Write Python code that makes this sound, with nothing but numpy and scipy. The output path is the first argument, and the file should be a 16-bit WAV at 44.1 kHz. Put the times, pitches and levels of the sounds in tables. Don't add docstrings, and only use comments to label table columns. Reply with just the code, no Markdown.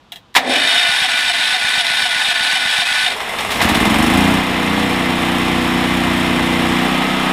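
import sys
import numpy as np
from scipy import signal
from scipy.fft import rfft, irfft
from scipy.io import wavfile
from scipy.ndimage import uniform_filter1d

SR = 44100
rng = np.random.default_rng(int(sys.argv[2]) if len(sys.argv) > 2 else 0)


def master_out(mix):
    frames = np.transpose(np.atleast_2d(mix))
    ceiling = np.clip(frames, -1, 1)
    pcm = np.round(ceiling * 32767).astype(np.int16)
    wavfile.write(sys.argv[1], SR, pcm)


N = 322812
TIME_S = np.arange(N) / SR
FREQ_HZ = np.maximum(np.arange(N // 2 + 1) * SR / N, 1)

# t/s, cycle rate/Hz
ENGINE_SPEED = [(3.1, 6.2), (3.3, 8.7), (3.55, 9.16), (3.7, 15.9), (3.79, 18.9), (3.86, 21.2), (4.0, 24.9),
                (4.2, 29.3), (4.39, 31.7), (4.7, 29.7), (5.0, 31.0), (5.4, 30.5), (5.92, 30.8),
                (6.68, 30.5), (7.05, 31.9), (7.32, 31.4)]
# t/s, opening/1
THROTTLE_TRAVEL = [(4.34, 0.96), (4.46, .04), (4.6, 0.24), (4.76, 0.6), (5.03, 0.34), (5.6, 0.51),
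                   (6.84, 0.63), (7.06, 0.24)]
# phase/cycles, level/dB
KNOCKS = [(0.051, -9), (0.191, -4), (.3, -5), (0.431, -1), (.55, -5.5), (.67, -7), (.8, -1), (0.923, -6)]
# f/cycle rate, level/dB
WHINE_ORDERS = [(14, -15), (36, -11.5), (40, -10.5)]
# phase past compression/cycles, tooth rate/Hz
MESH_RATE = [(-.5, 880), (-.25, 810), (-.05, 715), (.15, 670), (.3, 640), (.42, 850)]
# t/s, level/dB, t60/s, tilt/(dB/octave)
PINION_BLOWS = [(.342, -31, 0.077, 8), (.351, -10.5, 0.1, 3.5), (.357, -8, 0.064, 5.5),
                (.364, -1, 0.095, 3), (.369, -11, 0.073, 4), (.380, -22.5, 1, -2.5)]
CATCH_BLOWS = [(3.203, -19, 0.078, 1), (3.385, -20, 0.21, 5), (3.505, -20.5, 0.45, 6),
               (3.604, -11, 0.15, -0.5), (3.62, -15.5, 0.22, 6.5), (3.676, -17, 0.2, -2),
               (3.693, -17.5, 0.092, 8), (3.745, -14, 0.14, 3)]
# t/s, level/dB, attack/s, decay/s
FRAME_JOLTS = [(.37, -20.5, 0.016, .05), (.5, -20.5, 0.074, 0.096)]
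# t/s, level/dB
SWITCH_CLICKS = [(0.12, -26), (.158, -32.5)]
# f/Hz, width/Hz, level/dB
PIPE_MODES = [(67, 41, -15), (216.6, 45.2, 4), (329.3, 31.5, 0)]
BLOCK_MODES = [(727, 120, 6), (2108, 32, 10.5), (5650, 80, -44)]
HOUSING_MODES = [(660, 55, -12.5), (1477, 28, 3.5), (1754, 44, 4.5), (2020, 77, 5), (2377, 21, 6.5),
                 (2533, 10, 8), (3030, 27, -32), (3357, 27, 7), (3636, 58, 5.5), (4170, 130, -4.5),
                 (4546, 53, -3), (5340, 32, -3), (5430, 77, -10.5), (6460, 17, -13), (7840, 34, -10.5),
                 (9240, 65, -10.5), (9700, 20, -7.5), (10930, 54, -20)]
ROCKER_MODES = [(694, 40, -2), (2820, 110, -2), (3270, 90, -4), (3980, 220, -3)]
# f/Hz, level/dB
RUMBLE_SPECTRUM = [(20, -29), (60, 1), (130, -4), (220, 4.5), (330, -5.5), (480, -13.5), (1200, -31)]
BLOCK_SPECTRUM = [(250, -28), (420, -2.5), (482, -5), (566, -8), (728, -4), (855, -2.5), (1110, -4),
                  (1280, -6), (1480, -8), (2110, -3), (3580, -7), (4720, -20.5), (5290, -19), (5930, -31.5),
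                  (6500, -25.5), (8450, -33.5), (14300, -120)]
FRAME_SPECTRUM = [(250, -17), (400, -4), (490, -10.5), (600, -2.5), (1100, 1), (2000, -4.5), (3500, -9.5),
                  (8000, -43)]
HISS_SPECTRUM = [(2940, -24.5), (5000, -12), (5420, 2), (6010, -11.5), (8420, 1), (11700, -6), (15500, -18)]
# f/Hz, level/dB
SCRAPE_SPECTRUM = [(180, -54), (300, -43), (476, -21), (581, -17), (708, -2), (1260, -5.5), (1490, -0.5),
                   (1640, -2.5), (2170, -9), (2320, -2.5), (2650, -0.5), (3690, -1), (5950, -15),
                   (9450, -16), (15500, -33)]
BLOW_SPECTRUM = [(59, -53), (100, -30), (535, -9), (607, 3), (923, 7.5), (1530, -1), (1730, 7.5),
                 (3180, -4), (3760, -1), (4730, -13), (5370, -13), (6220, -18.5), (15000, -32.5)]
SHUDDER_SPECTRUM = [(30, -35), (130, -22), (200, -14.5), (250, 0.5), (340, -8.5), (520, -4.5), (750, 1),
                    (2000, -67)]
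# f/Hz, level/dB
AIR_SPECTRUM = [(18, -46), (30, -2), (195, 2), (281, -3), (524, -6), (1000, -4.5), (2190, -15),
                (3500, -10.5), (4420, -19), (15000, -43)]

ENGAGE_S, SPIN_UP_S, BITE_S, STRAIN_S = .36, .08, .513, .76
COMPRESSION_S, CRANK_PERIOD_S, RELEASE_S, RUN_DOWN_S = 1.075, .2525, 3.09, .078
FIRING_S, SETTLE_S, HUNT_S, CHOKE_S = 3.57, 4.18, 4.76, 6.72
GOVERNED_HZ, PINION_HZ, MOTOR_WHINE_HZ = 30.7, 56, 1482


def engine():
    cycle_hz, throttle = curve(ENGINE_SPEED), curve(THROTTLE_TRAVEL)
    cycle = np.cumsum(cycle_hz * (TIME_S >= ENGINE_SPEED[0][0])) / SR
    speed = cycle_hz / GOVERNED_HZ
    shaft = undb(-43) * speed ** 2 * np.sin(2 * np.pi * 2 * cycle)
    return (pipes(cycle, speed, throttle) + machinery(cycle, throttle) + shaft) * ramp(3.06, 3.12)


def stages():
    catching = 1 - ramp(RELEASE_S, FIRING_S)
    firing = ramp(FIRING_S, FIRING_S + .06)
    run_up = 1 - ramp(SETTLE_S, SETTLE_S + .29)
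    choke_open = ramp(CHOKE_S, CHOKE_S + .19)
    return catching, firing, run_up, choke_open


def pipes(cycle, speed, throttle):
    catching, firing, run_up, choke_open = stages()
    gulping = np.maximum(run_up, bell(TIME_S - HUNT_S, .14))
    lead_cycles = .36 - .04 * gulping
    intake = pulses(cycle + .13, scatter_db=.5, jitter_s=.00005)
    exhaust = pulses(cycle + .13 + lead_cycles, scatter_db=.7, jitter_s=.00007)
    gas = ring(exhaust + undb(1.2 * gulping - 3.7 * choke_open) * intake, PIPE_MODES)
    gas = steady(signal.sosfilt(signal.butter(2, [40, 900], "bandpass", fs=SR, output="sos"), gas))
    gas *= undb(-22.5 + 8.5 * throttle + 5.5 * np.log2(speed))
    gulp = steady(ring(ring(intake, [(60.4, 40, 0)]), [(75, 75, 0)])) * undb(-44.5 + 14 * throttle)
    rumble_db = -31 + 4 * throttle + 3.5 * run_up - 21.5 * np.sqrt(catching)
    sound = (gas + gulp) * firing + colour(noise(), RUMBLE_SPECTRUM) * undb(rumble_db)
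    boom = ring(sound, [(94, 40, 0)])
    return sound - choke_open * boom


def machinery(cycle, throttle):
    catching, firing, run_up, choke_open = stages()
    knocks = sum(undb(db) * pulses(cycle - phase, scatter_db=1.2, jitter_s=.00007) for phase, db in KNOCKS)
    knock_gain = 1 - .7 * catching
    rattle = steady(bursts(knocks, t60_s=.048))
    roar = unit_rms(noise() + .8 * rattle * knock_gain)
    block = undb(-.5) * colour(roar, BLOCK_SPECTRUM) + undb(-10) * unit_rms(ring(roar, BLOCK_MODES))
    frame = undb(-4) * knock_gain * frame_echo(knocks)
    fan = undb(-13 + 2.5 * wander(4)) * np.sin(2 * np.pi * 16 * cycle)
    fan *= (1 - run_up) * (1 - .6 * choke_open)
    whine = sum(undb(db + 2 * wander(20)) * np.sin(2 * np.pi * k * cycle) for k, db in WHINE_ORDERS)
    level_db = -22 + 1.46 * throttle + 2 * run_up + .74 * choke_open - 4 * (1 - firing) - 2.5 * catching
    clatter = (block + frame + fan + whine * choke_open) * undb(level_db)
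    return clatter + valve_hiss(cycle, throttle, roar)


def frame_echo(knocks, decay_s=.014):
    response = rng.standard_normal(4096) * np.exp(-TIME_S[:4096] / decay_s)
    return steady(colour(signal.fftconvolve(knocks, response)[:N], FRAME_SPECTRUM))


def valve_hiss(cycle, throttle, roar):
    catching, firing, run_up, _ = stages()
    age_cycles = (cycle + .6) % 1
    fall_db = (2.4 + 8 * run_up * firing) * (.3 - age_cycles ** 2)
    tick_db = 4 * np.exp(-age_cycles / .1)
    spit = unit_rms(roar + .6 * noise()) * undb(fall_db + tick_db + .7 * wander(60))
    level_db = -40 + 2.5 * throttle + 3.5 * run_up - (1 - firing) - 5.4 * catching
    return colour(spit, HISS_SPECTRUM) * undb(level_db)


def starter():
    cycle = crank_cycle()
    past_cycles = (cycle + .5) % 1 - .5
    spin = 1 - np.exp(-np.maximum(TIME_S - ENGAGE_S, 0) / SPIN_UP_S)
    strain = bell(TIME_S - STRAIN_S, .23)
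    swing = ramp(.8, 1)
    push = bell(past_cycles + .11, .084) * swing
    slack = bell(past_cycles, .04) * swing

    early_hz = 640 + 70 * ramp(.55, .85)
    cranking_hz = np.interp(past_cycles, *np.transpose(MESH_RATE), period=1)
    mesh_hz = spin * (early_hz * (1 - swing) + cranking_hz * swing) * (1 + .016 * wander(60))
    teeth = pulses(np.cumsum(mesh_hz) / SR, scatter_db=1.5, jitter_s=.00008)
    pinion_rad = phase_rad(PINION_HZ * spin * (1 + .015 * wander(11)))
    bite_db = .8 * np.cos(pinion_rad) + .5 * wander(90)
    grit = unit_rms(bursts(teeth, t60_s=.0059))
    drive = unit_rms(teeth) + 1.36 * grit

    metal = undb(-1.5) * steady(ring(drive, HOUSING_MODES), window_samples=1200)
    scrape = undb(-2.5) * colour(grit, SCRAPE_SPECTRUM)
    high_ring = steady(ring(drive, [(2965, 9.3, 2), (3692, 25, 0)]), window_samples=1200)
    high_ring *= undb(-16 + 13 * strain + 11.6 * push)
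    whine = motor_whine(cycle, past_cycles)
    over_top = 1.1 * bell(past_cycles + .075, .05) + .5 * bell(past_cycles - .07, .05)
    effort = .1 + over_top * swing + .33 * (1 - swing)
    groan = undb(-8 + 2.2 * wander(90)) * np.sin(phase_rad(mesh_hz)) * effort

    loose = 1 - ramp(BITE_S - .11, BITE_S)
    level_db = -17 + bite_db + .85 * push - 4.3 * slack + 2 * strain - 21 * loose
    engaged = (TIME_S > ENGAGE_S) * (1 - ramp(RELEASE_S, RELEASE_S + RUN_DOWN_S))
    return (metal + scrape + high_ring + whine + groan) * undb(level_db) * engaged


def motor_whine(cycle, past_cycles):
    angle_rad = phase_rad(MOTOR_WHINE_HZ * (1 - .012 * np.sin(2 * np.pi * cycle) + .0057 * wander(120)))
    tone = undb(-6.5) * np.sin(angle_rad) + undb(-27) * np.sin(2 * angle_rad)
    return tone * ramp(ENGAGE_S, .81) * (1 - .74 * bell(past_cycles + .026, .095))


def crank_cycle():
    return (TIME_S - COMPRESSION_S) / CRANK_PERIOD_S


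def blows(table, housing_db):
    cracks = sum(undb(db) * colour(noise() * decay(start_s, t60_s), BLOW_SPECTRUM, tilt)
                 for start_s, db, t60_s, tilt in table)
    return cracks + undb(housing_db) * ring(cracks, HOUSING_MODES)


def shudder():
    cranking = (TIME_S > .38) * (1 - ramp(RELEASE_S, RELEASE_S + 3 * RUN_DOWN_S))
    jolts = sum(undb(db) * ramp(at_s - attack_s, at_s) * np.exp(-np.maximum(TIME_S - at_s, 0) / decay_s)
                for at_s, db, attack_s, decay_s in FRAME_JOLTS)
    strokes = pulses(2 * crank_cycle() + .45, scatter_db=2, jitter_s=.00285)
    puffs = undb(-48.5) * unit_rms(ring(strokes, [(70, 100, -11), (200, 69, -5)]))
    rumble = undb(-50) * colour(noise(), RUMBLE_SPECTRUM, tilt_db_per_octave=-1.5)
    shake = colour(noise(), SHUDDER_SPECTRUM) * (jolts + undb(-40) * cranking)
    return shake + (puffs + rumble) * cranking


def switch():
    snap = noise() * sum(undb(db) * decay(start_s, t60_s=.1) for start_s, db in SWITCH_CLICKS)
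    rocker = unit_rms(ring(snap, ROCKER_MODES)) * np.std(snap)
    return rocker + undb(-1) * colour(snap, BLOW_SPECTRUM, tilt_db_per_octave=7)


def outdoor_air():
    return colour(noise(), AIR_SPECTRUM) * undb(-50 + wander(3.3))


def undb(db):
    return 10 ** (np.asarray(db) / 20)


def unit_rms(x):
    return x / np.sqrt(np.mean(x ** 2))


def curve(table):
    return np.interp(TIME_S, *np.transpose(table))


def ramp(start_s, end_s):
    return np.clip((TIME_S - start_s) / (end_s - start_s), 0, 1)


def bell(x, width):
    return np.exp(-(x / width) ** 2)


def decay(start_s, t60_s):
    return (TIME_S >= start_s) * undb(-60 * np.clip((TIME_S - start_s) / t60_s, 0, 10))


def phase_rad(hz):
    return 2 * np.pi * np.cumsum(hz) / SR


def noise():
    return rng.standard_normal(N)


def wander(rate_hz):
    step = int(SR / rate_hz)
    return unit_rms(uniform_filter1d(np.repeat(rng.standard_normal(N // step + 1), step), step)[:N])


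def colour(x, spectrum, tilt_db_per_octave=0):
    hz, db = np.transpose(spectrum)
    tilt_db = tilt_db_per_octave * np.log2(np.maximum(FREQ_HZ, hz[0]))
    gain = unit_rms(undb(np.interp(np.log(FREQ_HZ), np.log(hz), db) + tilt_db))
    cepstrum = irfft(np.log(gain), N)
    causal_fold = np.r_[1, np.full(N // 2 - 1, 2), np.zeros(N - N // 2)]
    return irfft(rfft(x) * np.exp(rfft(cepstrum * causal_fold)), N)


def ring(x, modes):
    response = sum((-1) ** k * undb(db) / (1 + 1j * (FREQ_HZ ** 2 - hz ** 2) / (FREQ_HZ * width_hz))
                   for k, (hz, width_hz, db) in enumerate(modes))
    return irfft(rfft(x) * response, N)


def pulses(phase_cycles, scatter_db, jitter_s):
    onsets = np.flatnonzero(np.diff(np.floor(np.maximum.accumulate(phase_cycles))) > 0)
    size, slip = rng.standard_normal((len(onsets), 2)).T
    onsets += np.round(slip * jitter_s * SR).astype(int)
    return np.bincount(np.clip(onsets, 0, N - 1), undb(scatter_db * size), N)


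def bursts(hits, t60_s):
    pole = np.exp(-2 * np.log(1000) / (t60_s * SR))
    return noise() * np.sqrt(signal.lfilter([1], [1, -pole], hits ** 2 + 1e-18))


def steady(x, window_samples=6000):
    power = np.maximum(uniform_filter1d(x ** 2, window_samples), 0)
    return x / np.sqrt(power + np.mean(power) / 100)


def scene():
    air = outdoor_air()
    start = switch() + blows(PINION_BLOWS, housing_db=-20) + starter() + shudder()
    run = blows(CATCH_BLOWS, housing_db=-25) + engine()
    return (start + run + air)[None]


def record(dry):
    return signal.sosfilt(signal.ellip(14, .2, 80, 15550, fs=SR, output="sos"), np.clip(dry, -1, 1))


dry = scene()
out = record(dry)
master_out(out)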